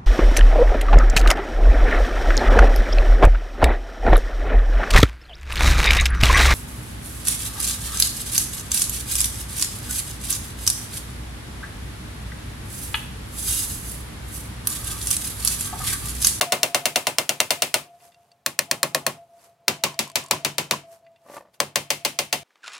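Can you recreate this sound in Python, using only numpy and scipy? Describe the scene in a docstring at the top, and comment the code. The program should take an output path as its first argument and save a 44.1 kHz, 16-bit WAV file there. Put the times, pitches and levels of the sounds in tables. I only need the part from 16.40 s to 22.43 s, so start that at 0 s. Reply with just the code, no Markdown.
"""A workshop bench in a small shop: a mallet taps a steel motor housing in four runs, each at a new spot.
A blow is a noise crack, decaying sine modes of casing and bench, dense noise clatter and the shop's answer.
A faint beating pair of modes sings on in the pauses; loose parts tick as short rings and clicks, a cover
chatters, grainy noise makes a jacket rustle and the motor's base drag on its tray, over quiet shop air."""
import sys
import numpy as np
from scipy import signal
from scipy.fft import rfft, irfft, next_fast_len
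from scipy.io import wavfile
from scipy.ndimage import uniform_filter1d

SR = 44100
rng = np.random.default_rng(int(sys.argv[2]) if len(sys.argv) > 2 else 0)


def convert_level_to_amplitude(level_db):
    """Map a level in decibels to its linear amplitude factor."""
    exponent = np.asarray(level_db, float) / 20
    return 10 ** exponent


def wav_out(sig):
    """Save sig, one row per channel (or a flat mono array), as 16-bit PCM at SR to the path in sys.argv[1]."""
    wavfile.write(sys.argv[1], SR, np.round(np.clip(np.atleast_2d(sig).T, -1, 1) * 32767).astype(np.int16))


N = 266055  # length [samples]

# Mallet blows: (time [s], level [dB], casing boost [dB], crack boost [dB], long tone left behind [dB])
MALLET_BLOWS = [(0.0089, -2.5, 1, -0.5, -26.5), (0.1189, -2, 3.5, -3.5, -34.5),
                (0.2285, -3.5, 1.5, 1.5, -34.5), (0.3431, -2.5, 2.5, -3.5, -34.5),
                (0.4528, -3.5, 0, 0, -41.5), (0.5559, -2.5, 1.5, -2.5, -44.5),
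                (0.6666, -5, 2.5, -0.5, -53.5), (0.7818, -5, 2.5, 3.5, -53.5), (0.8896, -5.5, 1.5, 3, -46),
                (0.9998, -4, 1, 3.5, -58), (1.1029, -2, -0.5, -4, -37), (1.2184, -2.5, -2, 0.5, -50),
                (1.339, -3, 1.5, 1, -45), (2.0596, -10, 0.5, 3.5, -61), (2.1878, -10, 1, 9.5, -44.5),
                (2.3099, -9, 3.5, 6, -44), (2.4278, -8, 4.5, 5.5, -46.5), (2.5447, -9, 6, 4, -42.5),
                (2.6627, -8.5, 4.5, 1, -44.5), (3.2787, -2.5, 1, 2, -39), (3.4349, -2.5, 0.5, -2, -37.5),
                (3.5883, -3, -1.5, -7.5, -45), (3.754, -2, -2, -4, -43), (3.908, -2, 2, 0.5, -34),
                (4.0457, -3.5, 0.5, -3, -44), (4.1795, -4, 0.5, -4.5, -47.5), (4.3076, -3.5, 2.5, -1, -42),
                (5.1997, -7, 4, 5.5, -58), (5.355, -3.5, 0, 1.5, -54), (5.501, -2.5, -3.5, -5, -48.5),
                (5.6467, -2.5, -2.5, -4.5, -49.5), (5.786, -3.5, -2.5, -5.5, -56),
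                (5.9247, -3, -2, -3.5, -44)]


def unit(x):
    """Scales to rms 1."""
    return x / np.sqrt(np.mean(x ** 2) + 1e-20)


def along(points, hz):
    """Reads a curve of (frequency [Hz], value) points on a log frequency axis."""
    f, value = np.transpose(points)
    return np.interp(np.log(hz + 1), np.log(f + 1), value)


def level(rows):
    """Gain per sample from (time [s], level [dB]) rows, practically silent outside them."""
    s, db = np.transpose(rows)
    return convert_level_to_amplitude(np.interp(np.arange(N) / SR, s, db, left=-150, right=-150))


def filtered(x, response):
    """Multiplies the spectrum of x by a complex response of frequency."""
    size = next_fast_len(x.shape[-1] + 8192)  # padding gives the filter's tail room
    spectrum = rfft(x, size) * response(np.fft.rfftfreq(size, 1 / SR))
    return irfft(spectrum, size)[..., :x.shape[-1]]


def stereo(pair, spectrum, wide):
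    """Colours two unrelated signals and mixes them to left and right; wide scales their unlikeness."""
    # How alike left and right are before widening: (frequency [Hz], likeness [0-1])
    likeness = [(60, 1), (180, 0.98), (550, 0.9), (1650, 0.41), (4970, 0.5), (15000, 0.61)]

    def mid_and_side(hz):
        turn = wide * np.arccos(np.clip(along(likeness, hz), -1, 1)) / 2
        return convert_level_to_amplitude(along(spectrum, hz)) * np.array([np.cos(turn), np.sin(turn)])[:, None]

    mid, side = filtered(pair, mid_and_side)
    return np.array([mid + side, mid - side])


def alike_noise(spot, size, same):
    """Two noise rows per blow; blows at one spot have the share `same` of their noise power in common."""
    same = np.clip(same, 0, 1)
    shared = rng.standard_normal((2, spot.max() + 1, size))[:, spot]
    own = rng.standard_normal((2, len(spot), size))
    return np.sqrt(same) * shared + np.sqrt(1 - same) * own


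def dying(noise, t60, rise_cycles):
    """Each octave band builds up over a few of its cycles, then dies at its own speed."""
    t = np.arange(noise.shape[-1]) / SR
    edges = 45 * 2.0 ** np.arange(10)
    out = 0
    for lo, hi in zip(edges, edges[1:]):
        mid_hz = np.sqrt(lo * hi)
        band = filtered(noise, lambda hz: (hz >= lo) & (hz < hi))
        fade = convert_level_to_amplitude(-60 * t / along(t60, mid_hz))
        rise = (1 - np.exp(-t * mid_hz / rise_cycles)) ** 2
        out = out + band * fade * rise
    return out


def struck_spot(s):
    """A pause over 0.3 s means the mallet has moved on to the next spot."""
    return np.cumsum(np.diff(s, prepend=0) > 0.3)


def shop_air():
    """The shop's steady background: coloured stereo noise."""
    # Colour of the background: (frequency [Hz], relative density [dB])
    air_colour = [(30, -31), (70, -5), (130, -2.5), (300, -17.5), (600, -9), (1200, -18), (3000, -21.5),
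                  (16000, -33)]
    return convert_level_to_amplitude(-64) * unit(stereo(rng.standard_normal((2, 1, N)), air_colour, wide=0.53)[:, 0])


def jacket():
    """Quilted cloth rustles in uneven grains as the arms move; each rustle swells and sinks."""
    # Rustles: (peak time [s], relative level [dB], rise over 20 dB [s], fall over 20 dB [s])
    rustles = [(1.54, -74.5, .2, 0.067), (1.655, -59, 0.13, .09), (1.84, -71.5, .25, .25),
               (2.8, -73.5, 0.14, .35), (3.045, -60, .14, .1), (4.535, -57.5, 0.088, .08),
               (4.955, -53, .12, 0.081), (5.145, -61.5, 0.02, .04)]
    # Colour of the cloth: (frequency [Hz], relative density [dB])
    cloth_colour = [(150, -7), (500, 0), (1000, -0.5), (2000, -5), (3500, -7.5), (5000, -6), (8000, -5),
                    (12000, -5.5), (16000, -16.5)]
    t = np.arange(N) / SR
    grain_db = 2.5 * unit(uniform_filter1d(rng.standard_normal(N), size=60))
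    grains = rng.standard_normal((2, 1, N)) * convert_level_to_amplitude(grain_db)
    swell = 0
    for s, db, rise, fall in rustles:
        distance = np.abs((t - s) / np.where(t < s, rise, fall))
        swell = swell + convert_level_to_amplitude(db - 20 * distance ** 1.15)
    return convert_level_to_amplitude(6.5) * swell * unit(stereo(grains, cloth_colour, wide=1.2)[:, 0])


def drag():
    """The motor's base slides in rough slips that sound through the tray's resonances."""
    # Loudness of the slide: (time [s], level [dB])
    slide_level = [(4.82, -83), (4.866, -53), (4.97, -38), (5.014, -49), (5.048, -61), (5.054, -52),
                   (5.1, -63.5)]
    # Tray resonances: (frequency [Hz], width [Hz], relative level [dB])
    tray_modes = [(570, 38, 0), (970, 160, -6.5), (1180, 48, -9), (1790, 70, -11)]
    broad_colour = [(100, -18.5), (300, -13), (800, -15.5), (1500, -17.5), (3000, -29), (8000, -45)]  # Hz, dB
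    slip_db = 5.9 * unit(uniform_filter1d(rng.standard_normal(N), size=200))
    slips = rng.standard_normal(N) * convert_level_to_amplitude(slip_db)

    def tray(f):
        response = convert_level_to_amplitude(along(broad_colour, f))
        for k, (hz, width, db) in enumerate(tray_modes):
            resonance = 1j * f * width / (hz * hz - f * f + 1j * f * width)
            response = response + (-1) ** k * convert_level_to_amplitude(db) * resonance  # neighbours in opposite polarity
        return response

    return level(slide_level) * unit(filtered(slips, tray))


def ticks():
    """Loose parts tick: a short noise click and a mix of the small modes nearest to each tick's colour."""
    # Ticks: (time [s], level [dB], centre of the colour [Hz], share of the modes' t60 [ratio])
    tick_rows = [(1.603, -53, 2690, 1), (1.721, -52, 2930, 1.1), (1.745, -46.5, 3730, 0.45),
                 (1.818, -64, 2750, 0.94), (1.917, -49, 4600, .7), (2.993, -57.5, 4600, 0.69),
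                 (3.543, -38, 5500, 0.45), (3.677, -36.5, 7500, 0.34), (3.7, -30, 6800, 0.21),
                 (3.717, -38.5, 7800, 0.24), (3.839, -35.5, 7500, 0.5), (3.862, -37, 7500, .6),
                 (3.884, -41, 7500, 0.67), (4.649, -61, 4040, 0.87), (4.666, -49.5, 2050, 0.84),
                 (4.717, -63, 6050, 0.54), (4.761, -50.5, 3020, 0.71), (4.783, -64.5, 2450, 0.71),
                 (4.817, -64.5, 4000, 0.46), (4.838, -71, 5030, .4), (4.969, -40.5, 8000, 0.43),
                 (5.031, -62, 4000, 0.32), (5.141, -52.5, 3780, 1.1)]
    # Modes of the loose parts: (frequency [Hz], relative level [dB], full t60 [s])
    part_modes = [(2017, -4, 0.06), (2450, -12.5, 0.068), (2750, -6.5, 0.13), (3550, -5, 0.045),
                  (4600, 1, 0.032), (5930, -9.5, 0.045), (7500, -2.5, 0.021), (8190, -3, 0.03),
                  (10400, -1, .02)]
    out = np.zeros(N + SR)
    t = np.arange(SR // 10) / SR
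    hz, mode_db, t60 = np.transpose(part_modes)[..., None]
    for s, db, centre_hz, share in tick_rows:
        off_colour_db = 11 * np.abs(np.log2(hz / centre_hz))
        strength_db = mode_db - off_colour_db + rng.normal(0, 2.1, hz.shape)
        ring = np.sum(convert_level_to_amplitude(strength_db - 60 * t / t60 / share) * np.sin(2 * np.pi * hz * t), axis=0)
        colour = lambda f: convert_level_to_amplitude(-14 * np.abs(np.log2((f + 1) / centre_hz)))
        near = unit(filtered(rng.standard_normal(len(t)), colour))
        click = 0.35 * convert_level_to_amplitude(-60 * t / 0.052 / share) * near
        out[round(s * SR):][:len(t)] += convert_level_to_amplitude(db) * (ring + click)
    return out[:N]


def cover():
    """A loose cover chatters in soft short knocks, each sounding its close modes in a new mix."""
    # Knocks: (time [s], level [dB])
    knocks = [(0.029, -19), (2.689, -23.5), (2.70, -36), (3.464, -21), (3.495, -34), (3.518, -40),
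              (3.538, -41), (3.672, -33), (3.697, -39), (3.806, -37), (3.842, -37), (3.86, -39),
              (3.882, -41), (3.934, -20), (3.955, -24), (4.336, -21), (4.36, -37)]
    # The cover's close modes: frequency [Hz]
    cover_modes = [982, 1054, 1100]
    out = np.zeros(N + SR)
    t = np.arange(SR // 10) / SR
    for s, db in knocks:
        ring = 0
        for hz in cover_modes:
            phase = rng.uniform(0, 2 * np.pi)
            ring = ring + convert_level_to_amplitude(rng.normal(-2, 3)) * np.sin(2 * np.pi * hz * t + phase)
        envelope = convert_level_to_amplitude(db - 60 * t / 0.043) * (1 - np.exp(-t / 0.002))
        out[round(s * SR):][:len(t)] += envelope * ring
    return out[:N]


def singing(blows):
    """Each blow leaves the pair at a new strength; it is damped while the blow is loud, then beats and fades."""
    # Pair at each spot: (frequency [Hz], partner's offset [Hz], partner [dB], first dip after the blow [s])
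    pair_by_spot = [(696, -7.5, -2, -.005), (679, 7, -0.5, 0.072), (666, 5.5, -2, 0.11),
                    (680, 8.5, -3, .05)]
    t60 = 1.83  # s
    s, sing_db = np.transpose(MALLET_BLOWS)[[0, 4]]
    t = np.arange(N) / SR
    last = np.maximum(np.searchsorted(s, t) - 1, 0)  # the latest blow at each sample
    since = t - s[last]
    hz, offset_hz, partner_db, dip_s = np.transpose(pair_by_spot)[:, struck_spot(s)[last]]
    pair = 1 - convert_level_to_amplitude(partner_db) * np.exp(2j * np.pi * offset_hz * (since - dip_s))
    for neighbour_db, neighbour_hz in [(-13.5, 13.5), (-11, 26.5)]:  # fainter neighbours roughen it
        pair = pair + convert_level_to_amplitude(neighbour_db) * np.exp(2j * np.pi * neighbour_hz * t)
    wander = np.cumsum(rng.normal(0, 0.003, N))  # slow phase drift
    tone = (pair * np.exp(2j * np.pi * hz * t + 1j * wander)).imag
    loud = np.abs(uniform_filter1d(blows[0] ** 2, size=900, origin=440))
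    damping = 1 + loud / convert_level_to_amplitude(-75.5)
    return convert_level_to_amplitude(sing_db[last] - 60 * since / t60) * tone / damping


def mallet():
    """Every blow cracks, excites the casing and bench modes and dense clatter, and the shop answers."""
    # Motor and bench modes: (frequency [Hz], t60 [s], relative level struck at spot 1, 2, 3, 4 [dB])
    modes_by_spot = [(113, 0.16, -35, -36.5, -45, -43), (142.8, 0.3, -35, -31.5, -31.5, -33.5),
                     (223, 0.13, -34.5, -31.5, -23.5, -37), (300.6, 0.24, -40.5, -51, -36, -37.5),
                     (378.5, .15, -34.5, -42, -29, -34.5), (517.5, 0.071, -28, -22.5, -39, -29),
                     (576, 0.098, -22, -21, -30, -23), (651, 0.098, -25, -19.5, -32.5, -29.5),
                     (719, 0.076, -20.5, -42.5, -29.5, -25), (871, 0.084, -34, -41, -33, -29.5),
                     (841, 0.45, -61.5, -45.5, -60, -63), (1000, 0.07, -27, -34.5, -35.5, -27),
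                     (1086, 0.033, -21, -14, -29.5, -26), (1448, 0.038, -27, -50, -34, -22),
                     (1820, 0.014, -54.5, -6.5, -25, -31), (2100, 0.13, -32, -31, -43, -36),
                     (2450, 0.049, -46.5, -16.5, -23, -27), (2727, 0.061, -22.5, -33.5, -26.5, -25),
                     (3050, 0.017, -36.5, -43.5, -39.5, -45), (3100, 0.3, -45, -44.5, -42, -41),
                     (3615, 0.047, -20, -32, -24.5, -32), (4254, 0.038, -19, -14, -34.5, -21.5),
                     (4716, 0.04, -26.5, -35, -22.5, -21), (5500, 0.008, -29, -25.5, -10, -25),
                     (6240, 0.022, -21.5, -18.5, -25.5, -16), (7500, 0.0083, -16.5, -19, -44.5, -37.5),
                     (9680, 0.034, -36.5, -18.5, -34.5, -37.5), (12380, 0.016, -25, -13, -18, -21.5)]
    # Colour of the crack: (frequency [Hz], relative density [dB])
    crack_colour = [(300, -36.5), (1000, -1), (2500, -5.5), (5000, 0), (8000, -5), (12000, -14.5),
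                    (16000, -13)]
    # Colour of the dense ringing: (frequency [Hz], relative density [dB])
    clatter_colour = [(35, -30), (60, -8.5), (172, -5), (882, -5), (1040, -5), (1510, -10), (2650, -4),
                      (4640, -7.5), (9570, -9.5), (14900, -20.5), (16000, -20)]
    # Decay of the dense ringing, then of the shop: (frequency [Hz], t60 [s])
    clatter_t60 = [(100, 0.28), (500, 0.11), (2000, 0.12), (6000, 0.037), (14000, 0.097)]
    shop_t60 = [(100, 0.3), (500, 0.27), (2000, 0.27), (6000, 0.23), (14000, 0.25)]
    # Bench back and near walls: (delay [s], level ahead of the treble loss [dB])
    echoes = [(.008, -14.5), (.019, -16), (.03, -19)]
    # The four spots: (bench thud over casing [dB], brightness [dB])
    spot_colour = [(-4, 2.5), (-1.3, 2), (-1.7, -2), (-1.2, -0.1)]

    s, db, casing_db, crack_db, _ = np.transpose(MALLET_BLOWS)
    spot = struck_spot(s)
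    thud_db, bright_db = np.transpose(spot_colour)[:, spot]
    thud_db = thud_db + casing_db
    size = SR // 3
    t = np.arange(size) / SR

    same = 0.55  # share of noise power that blows at one spot have in common
    burst = (1 - np.exp(-t / 0.00033)) * convert_level_to_amplitude(-60 * t / 0.0094)
    crack_noise = unit(stereo(alike_noise(spot, size, same), crack_colour, wide=0.35))
    crack = convert_level_to_amplitude(crack_db + 0.5)[:, None] * burst * crack_noise
    dense = unit(stereo(alike_noise(spot, size, same), clatter_colour, wide=1.34))
    clatter = convert_level_to_amplitude(-12.5) * dying(dense, clatter_t60, rise_cycles=1.6)
    far = unit(stereo(alike_noise(spot, size, same), clatter_colour, wide=1.286))
    shop = convert_level_to_amplitude(-21) * dying(far, shop_t60, rise_cycles=2.6)

    hz, t60, *strength = np.transpose(modes_by_spot)
    spot_phase = rng.uniform(0, 2 * np.pi, (4, len(hz)))[spot]
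    phase = spot_phase + rng.normal(0, 0.13, (len(s), len(hz)))
    strength_db = np.array(strength)[spot] + 3 + rng.normal(0, 1.8, phase.shape)
    gain = convert_level_to_amplitude(strength_db) * np.exp(1j * phase)
    rise = (1 - np.exp(-np.outer(hz, t) / 1.11)) ** 2  # low modes take longer to get going
    fade = convert_level_to_amplitude(-60 * t / t60[:, None])
    ring = (gain @ (rise * fade * np.exp(2j * np.pi * np.outer(hz, t)))).imag

    def tilt(f):
        """Thud, casing and brightness of each blow."""
        curves = [[(300, thud), (500, casing), (1300, casing), (2200, 0), (7000, 0), (10000, bright)]
                  for thud, casing, bright in zip(thud_db, casing_db, bright_db)]
        return convert_level_to_amplitude([along(curve, f) for curve in curves])

    def walls(f):
        """Direct sound and its echoes, which lose treble above 1500 Hz."""
        returns = sum(convert_level_to_amplitude(echo_db) * np.exp(-2j * np.pi * f * delay) for delay, echo_db in echoes)
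        return 1 + returns / (1 + 1j * f / 1500)

    def lean(f):
        """A little to the left, most in the treble."""
        side_db = along([(200, 0.062), (500, 0.45), (5000, 0.96), (9000, 1.6)], f)
        return convert_level_to_amplitude(side_db * np.array([1, -1])[:, None, None])

    blows = filtered(crack + clatter + shop + ring, lambda f: tilt(f) * walls(f)) * convert_level_to_amplitude(db)[:, None]
    blows = filtered(blows, lean)
    out = np.zeros((2, N + size))
    starts = np.round((s + 0.0026) * SR).astype(int)  # sound starts 2.6 ms after the listed time
    for k, start in enumerate(starts):
        out[:, start:start + size] += blows[:, k]
    return out[:, :N]


def scene():
    """Everything on the bench, over the shop's quiet air."""
    blows = mallet()
    small = singing(blows) + drag() + ticks() + cover()
    small = small * convert_level_to_amplitude([[0.4], [-0.4]])  # a little to the left
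    return blows + small + jacket() + shop_air()


def suppress(x, knee_db, most_db):
    """Noise suppressor: frequency regions that fall near the knee are turned down, by at most most_db."""
    z = signal.stft(x, nperseg=512)[2]
    power = np.mean(np.abs(z) ** 2, axis=0)
    power = uniform_filter1d(power, size=15, axis=0)  # over frequency
    power = np.abs(uniform_filter1d(power, size=3, axis=1))  # over time
    cut_db = most_db / (1 + power / convert_level_to_amplitude(2 * knee_db))
    return signal.istft(z * convert_level_to_amplitude(-cut_db), nperseg=512)[1][:, :N]


def roll_off(x):
    """The treble ends steeply here."""
    return signal.sosfilt(signal.butter(12, 16990, fs=SR, output="sos"), x)


def record(dry):
    """The microphone drops the deep bass; the camera suppresses quiet sound, clips softly and cuts the top."""
    x = filtered(dry, lambda hz: (1j * hz / (75 + 1j * hz)) ** 2)
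    x = suppress(x, knee_db=-82.5, most_db=6)
    ceiling = 0.92  # full scale = 1
    x = x / (1 + np.abs(x / ceiling) ** 5) ** (1 / 5)
    top_cut = [(15800, 0), (15950, -16), (16800, -22), (17100, -90)]  # Hz, dB
    x = filtered(x, lambda hz: convert_level_to_amplitude(along(top_cut, hz)))
    return roll_off(x)


dry = scene()
out = record(dry)
wav_out(out)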